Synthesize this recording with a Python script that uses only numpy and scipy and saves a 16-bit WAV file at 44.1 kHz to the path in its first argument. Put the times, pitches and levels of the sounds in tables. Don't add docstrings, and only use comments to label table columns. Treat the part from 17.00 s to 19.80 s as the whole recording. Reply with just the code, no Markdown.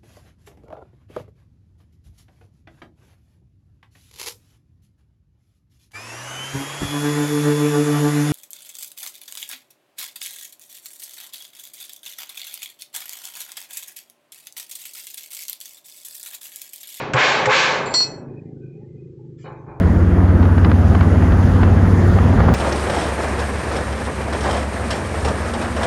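import sys
import numpy as np
from scipy import signal
from scipy.fft import rfft, irfft, next_fast_len
from scipy.io import wavfile
from scipy.ndimage import uniform_filter1d, minimum_filter1d, map_coordinates

SR = 44100
rng = np.random.default_rng(int(sys.argv[2]) if len(sys.argv) > 2 else 0)


def elevation(decibels):
    levels = np.asarray(decibels, float)
    return 10 ** (levels / 20)


def bounce(signal):
    frames = np.transpose(np.atleast_2d(signal))
    limited = np.clip(frames, -1, 1)
    pcm = np.round(limited * 32767).astype(np.int16)
    wavfile.write(sys.argv[1], SR, pcm)


N = 123479


def unit(x):
    return x / np.sqrt(np.mean(x ** 2) + 1e-20)


def along(points, hz):
    f, v = np.transpose(points)
    return np.interp(np.log(hz + 1), np.log(f + 1), v)


def wobble(rate, count=N):
    knots = rng.standard_normal(int(count * rate / SR) + 4)
    return map_coordinates(knots, [np.arange(count) * rate / SR])


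def filtered(x, response):
    m = next_fast_len(N + 8192)
    return irfft(rfft(x, m) * response(np.fft.rfftfreq(m, 1 / SR)), m)[:N]


def noise(spectrum):
    return unit(filtered(rng.standard_normal(N), lambda hz: elevation(along(spectrum, hz))))


def since(s):
    t = np.arange(N) / SR - s
    return np.maximum(t, 0), t >= 0


def add(out, x, s):
    part = out[max(round(s * SR), 0):][:len(x)]
    part += x[:len(part)]


def ringing(t, modes, attack_s, flutter=0):
    chatter_db, chatter_rad, chatter_rate = 1.2, .35, 60
    bend = 1.15
    total = np.zeros(len(t))
    for hz, db, t60, hold_s in modes:
        fall_db = 60 * (np.maximum(t - hold_s, 0) / t60) ** bend
        level_db = db - fall_db + flutter * chatter_db * wobble(chatter_rate, len(t))
        phase = 2 * np.pi * hz * t + flutter * chatter_rad * wobble(chatter_rate, len(t))
        total += elevation(level_db) * np.sin(phase)
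    return total * (1 - np.exp(-t / attack_s))


def room(x, share=1):
    # hz [Hz], t60_s [s]
    room_decay = [(200, 0.98), (700, .8), (1400, 1), (4000, 0.35), (8000, 0.59)]
    hz, t, z = signal.stft(rng.standard_normal(SR), SR, nperseg=256)
    fall = elevation(-60 * t / (share * along(room_decay, hz)[:, None]))
    tail = signal.istft(z * fall, SR, nperseg=256)[1]
    return signal.fftconvolve(np.pad(x, (300, 0)), tail / np.linalg.norm(tail))[:N]


def yard():
    # hz [Hz], density_db [dB per Hz]
    hiss_tone = [(400, -29), (650, 1.5), (1500, -3.5), (3000, -6), (8000, -11.5), (9000, -41)]
    # start_s [s], length_s [s], pitch_hz [Hz], level_db [dB]; those before 2.3 s are yard noise,
    # the later ones pitchy streaks of the finger scuff and the first knock
    scrap_events = [(1.28, .18, 2480, -65), (1.33, .15, 1850, -65), (1.36, .24, 780, -64),
                    (1.555, .2, 1520, -68), (1.44, .08, 2380, -74), (1.61, .21, 2470, -65),
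                    (1.71, .12, 760, -65), (1.78, .14, 830, -65), (1.8, .08, 1850, -73),
                    (1.77, .28, 2060, -73), (1.95, .08, 750, -69), (1.8, .11, 2460, -74),
                    (1.95, .19, 2490, -73), (1.71, .06, 2250, -71), (1.42, .14, 2080, -72),
                    (1.5, .04, 1700, -71), (2.19, .11, 840, -61), (1.38, .12, 7200, -84),
                    (2.376, .04, 3500, -64), (2.378, .06, 1750, -65), (2.385, .13, 2400, -59),
                    (2.43, .06, 4250, -64), (2.56, .07, 3800, -76), (2.575, .08, 6250, -78),
                    (2.39, .12, 2950, -62), (2.445, .07, 3850, -65), (2.39, .07, 4800, -65),
                    (2.4, .035, 5900, -67), (2.378, .05, 6900, -68), (2.385, .07, 7380, -67),
                    (2.378, .09, 5250, -69), (2.41, .05, 6450, -72), (1.76, .16, 580, -64),
                    (2.47, .08, 4050, -71)]
    width_hz, flutter_db, stretch = 50, 4, 1.25
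    out = elevation(-74.5) * noise(hiss_tone)
    for start_s, length_s, pitch_hz, level_db in scrap_events:
        half_width = width_hz * np.sqrt(pitch_hz / 1000)
        band = unit(filtered(rng.standard_normal(N), lambda f: 1 / (1 + ((f - pitch_hz) / half_width) ** 4)))
        progress = np.clip(since(start_s)[0] / (stretch * length_s), 0, 1)
        swell = np.abs(np.sin(np.pi * np.sqrt(progress)))
        out += elevation(level_db - 2 + flutter_db * wobble(40)) * band * swell
    return out


def engine():
    # time_s [s], firing_rate [firings per s], level_db [dB]
    idle = [(0.0, 27.3, -37), (0.78, 27.4, -38), (2.8, 25.5, -41)]
    # order [multiple of firing rate], level_db [dB]
    orders = [(1, -36), (2, -20), (3, -20.5), (4, -7), (5, 1.5), (6, -2), (7, -19), (8, -36), (9, -14.5),
              (10, -18), (11, -14.5), (12, -20.5), (13, -4.5), (14, -7.5), (15, -23.5), (16, -11),
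              (17, -20.5), (18, -30.5), (19, -24.5), (20, -20), (21, -34.5)]
    # hz [Hz], density_db [dB per Hz]
    rumble_tone = [(15, -58.5), (25, -33.5), (54, -20), (140, -2.5), (281, -16), (343, -12), (420, -6.5),
                   (528, -29), (620, -47), (810, -79), (1360, -120)]
    swing_db, drift_rad = -1, 0.38
    smear_rad = .035
    load_end_s, load_db, load_orders = 1.665, 10, range(8, 13)
    time_s, rate, level_db = np.transpose(idle)
    t = np.arange(N) / SR
    turn = 2 * np.pi * np.cumsum(np.interp(t, time_s, rate)) / SR
    load = load_db * np.clip((load_end_s - t) * 40, 0, 1)
    tones = np.zeros(N)
    for k, order_db in orders:
        gain_db = order_db + swing_db * wobble(20) + load * (k in load_orders)
        phase = k * (turn + 1.1) + smear_rad * k * k + 1.2 + drift_rad * wobble(5.1)
        tones += elevation(gain_db) * np.cos(phase)
    rumble = elevation(-4 + 0.7 * wobble(15)) * noise(rumble_tone)
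    return elevation(np.interp(t, time_s, level_db)) * (unit(tones) + rumble)


def scuff():
    # hz [Hz], density_db [dB per Hz]
    scuff_tone = [(600, -16), (1000, -3), (2500, 0), (5000, -4), (7500, -6), (8000, -16)]
    start_s, rise_s, fall_s, level_db = 2.377, .03, .06, -55
    t = since(start_s)[0]
    mode_db = 6 * rng.standard_normal(120)
    rasp = unit(filtered(noise(scuff_tone), lambda hz: elevation(np.interp(hz, np.arange(120) * 150, mode_db))))
    swell = (1 - np.exp(-t / rise_s)) * np.exp(-t / fall_s)
    return elevation(level_db + 3.2 * wobble(80)) * swell * rasp


def bar():
    # start_s [s], ring_db [dB], clack_db [dB], lightness [0-1], chatter_s [s before it rings free]
    landings = [
        (0.8572, -33, -41.5, 1, .015),
        (.905, -36, -47.5, .7, 0.03),
        (.9412, -8, -15, 0, .083),
        (1.004, -60, -20, 0, 0.028),
    ]
    bar_pitches = [2004, 2568, 3224, 4151, 4325, 4450, 4604, 5156, 5505, 5661, 5894, 7241, 7645, 8349]
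    # hard_db [dB], light_db [dB], t60_s [s], fed [share of the chatter that feeds it]
    bar_modes = [(-19, -4, .15, .35), (-30, -6, .25, 1.3), (-30, -18, .2, .4), (-12, -7, .16, 1),
                 (0, -16, .1, 1), (-26, -30, .1, 1), (-9, -6, .12, .95), (-17, -24, .12, 1),
                 (-25, -30, .12, .8), (-11, -28, .11, 1.05), (-16, -30, .11, 1.05), (-11, -2, .3, .2),
                 (-11, -8, .14, .4), (-28, -30, .2, .5)]
    # hz [Hz], density_db [dB per Hz]
    clack_tone = [(60, -33.5), (250, 2.5), (900, 10), (2000, -2), (5000, -15), (8000, -18.5)]
    # hz [Hz], density_db [dB per Hz]
    splash_tone = [(1500, -18.5), (3600, -13), (4200, -8), (4700, -6.5), (5600, -4), (6200, -19),
                   (7000, -14.5), (7500, -2.5), (8000, -22.5)]
    # start_s [s], level_db [dB]
    bounces = [(0.9397, -10.5), (.946, -16.5), (.9517, -19), (.9604, -17), (.976, -21), (1.007, -15.5),
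               (1.028, -22), (1.042, -23.5)]
    clack_t60, splash_t60, rebound_t60 = 0.078, .16, .025
    out, after = np.zeros(N), np.arange(SR // 2) / SR
    for start_s, ring_db, clack_db, light, chatter_s in landings:
        t, on = since(start_s)
        modes = []
        for hz, (hard_db, light_db, t60, fed) in zip(bar_pitches, bar_modes):
            modes.append((hz, hard_db + light * (light_db - hard_db), t60, fed * chatter_s))
        add(out, elevation(ring_db) * ringing(after, modes, attack_s=0.0011, flutter=1), start_s)
        out += on * elevation(clack_db - 60 * t / clack_t60) * noise(clack_tone)
        splash_db = ring_db - 20 - 60 * np.maximum(t - chatter_s, 0) / splash_t60 + 3 * wobble(150)
        out += on * elevation(splash_db) * noise(splash_tone)
    raps = np.zeros(N)
    for start_s, level_db in bounces:
        t, on = since(start_s)
        raps += on * elevation(level_db - 60 * t / rebound_t60)
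    out += raps * noise(splash_tone)
    return out + elevation(-14) * room(out, share=.7)


def sheet_modes(hz):
    # pitch_hz [Hz], width_hz [Hz], level_db [dB]
    strong_modes = [(416, 35, 5), (527, 22, 6), (828, 60, -2.5), (864, 13, -0.5), (1043, 30, -0.5),
                    (1121, 41, 1), (1536, 34, -0.5), (1693, 64, 0.5), (2206, 35, -2.5), (2410, 35, 1),
                    (2551, 39, 1.5), (2830, 10, -3.5)]
    gap_hz, dense_width_hz, scatter_db, strong_db = 36, 20, 2.5, 3

    def peak(pitch_hz, width_hz, level_db):
        return elevation(2 * level_db) / (1 + (2 * (hz - pitch_hz) / width_hz) ** 2)

    pitches = np.cumsum(gap_hz * (.3 + 1.4 * rng.random(size=260)))
    gains_db = scatter_db * rng.standard_normal(size=260)
    dense = sum(peak(f, dense_width_hz, db) for f, db in zip(pitches, gains_db))
    strong = sum(peak(f, width, db + strong_db) for f, width, db in strong_modes)
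    return np.sqrt(dense / dense[hz < 8000].mean() + strong)


def sheet(hits, spectrum, climb, dies):
    # hz [Hz], climb_s [s]
    climb_times = [(200, .01), (1000, 0.025), (2000, .05), (3000, 0.072), (4500, 0.094), (8000, 0.17)]
    # hz [Hz], t60_s [s]
    crash_decay = [(150, 3.2), (500, 1.49), (1500, 0.75), (4000, 0.62), (8000, 0.45)]
    # hz [Hz], density_db [dB per Hz]
    tick_tone = [(300, -21), (1500, 12), (4000, -7.5), (7500, -8.5), (8500, -19)]
    # pitch_hz [Hz], level_db [dB], t60_s [s]
    gong_modes = [(127, 4, 0.14), (423, -7, 0.2), (520.9, -6, 0.2), (853, -10.5, 0.36),
                  (1104, -13.5, 0.027)]
    fall_bend = 1.456
    gong_lift_db = 10.5
    tick_t60, thud_lag_s = .07, 0.00608
    out, grid, after = np.zeros(N), np.arange(5000) * 2.0, np.arange(SR // 2) / SR
    modes = sheet_modes(grid)
    for start_s, crash_db, tick_db, thud_db, bright_db in hits:
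        t, on = since(start_s)
        wash = unit(filtered(noise(spectrum), lambda f: np.interp(f, grid, modes)))
        hz, frame_s, z = signal.stft(wash, SR, nperseg=256)
        u = np.maximum(frame_s - start_s, 0)
        rise = 1 - np.exp(-(u / (climb * along(climb_times, hz)[:, None])) ** 2)
        fall = elevation(-60 * (u / (dies * along(crash_decay, hz)[:, None])) ** fall_bend)
        tilt = elevation(bright_db * np.log2(hz / 1500 + 0.059))[:, None]
        crash = signal.istft(z * rise * fall * tilt, SR, nperseg=256)[1][:N]
        out += on * elevation(crash_db) * crash
        out += on * elevation(tick_db - 60 * t / tick_t60) * noise(tick_tone)
        gong = [(f, db + gong_lift_db * bright_db * (f > 300), t60, 0) for f, db, t60 in gong_modes]
        add(out, elevation(thud_db) * ringing(after, gong, attack_s=0.0034), start_s + thud_lag_s)
    return out + elevation(-11) * room(out)


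def knocks():
    # start_s [s], crash_db [dB], tick_db [dB], thud_db [dB], brightness_db [dB per octave]
    touches = [
        (2.438, -40, -91, -56, 1.5),
        (2.452, -37.5, -70, -56.5, 2.5),
        (2.66, -48, -90, -61, -3),
        (2.678, -40.5, -85, -45.5, -1.5),
    ]
    # hz [Hz], density_db [dB per Hz]
    knock_tone = [(300, -6), (520, -9), (870, -2), (1500, -10.5), (1950, -20.5), (2400, -14.5), (2750, -41),
                  (2950, -31), (3400, -40), (4100, -30), (4600, -47), (9000, -80)]
    return sheet(touches, knock_tone, climb=0.14, dies=0.5)


def blows():
    # start_s [s], crash_db [dB], tick_db [dB], thud_db [dB], brightness_db [dB per octave]
    strikes = [
        (-.22, -14, -60, -59.5, -2),
        (.1352, -3.5, -12.5, -15.5, 0.24),
        (.4564, -19.5, -10.5, -33, 0.5),
        (.466, -3.5, -40, -20.5, 1.54),
    ]
    # hz [Hz], density_db [dB per Hz]
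    crash_tone = [(90, -33.5), (200, -15), (420, -10.5), (1000, -1), (2000, 0.5), (3200, -0.5),
                  (5000, -5.5), (7500, -8), (8600, -24.5), (11000, -65)]
    return sheet(strikes, crash_tone, climb=0.98, dies=0.93)


def suppress(x):
    # hz [Hz], threshold_db [dB]
    gate_curve = [(450, -110), (620, -78), (1300, -67.5), (2200, -90), (8000, -77)]
    slope, depth_db = 1.6, -45
    hz, _, z = signal.stft(x, SR, nperseg=512)
    power = uniform_filter1d(uniform_filter1d(np.abs(z) ** 2, size=5, axis=0), size=5, axis=1)
    level_db = 10 * np.log10(np.abs(power) + 1e-20)
    cut_db = np.clip(slope * (level_db - along(gate_curve, hz)[:, None]), depth_db, 0)
    return signal.istft(z * elevation(cut_db), SR, nperseg=512)[1][:N]


def scene():
    steel = blows() + knocks() + bar()
    return (suppress(steel) + scuff() + engine() + yard())[None]


def band_limit(x):
    return signal.sosfilt(signal.butter(12, 9130, fs=SR, output="sos"), x)


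def record(dry):
    # hz [Hz], gain_db [dB]
    phone_band = [(25, -8.5), (70, 1.5), (7700, -3.5), (8050, -5.5), (8500, -21), (8800, -47.5),
                  (9200, -78.5)]
    limit_db, squeeze, hold_s, release_s = -15, 0.62, 0.002, 0.036
    level_db = 10 * np.log10(np.abs(uniform_filter1d(dry[0] ** 2, size=220)) + 1e-12)
    need_db = -squeeze * np.maximum(level_db - limit_db, 0)
    need_db = minimum_filter1d(need_db, int(hold_s * SR) + 1)
    memory = np.exp(-1 / (release_s * SR))
    release_db = signal.lfilter([1 - memory], [1, -memory], need_db)
    gain_db = np.minimum(release_db, uniform_filter1d(need_db, size=130))
    mix = filtered(dry[0] * elevation(gain_db), lambda hz: elevation(along(phone_band, hz)))
    return band_limit(mix[None])


dry = scene()
out = record(dry)
bounce(out)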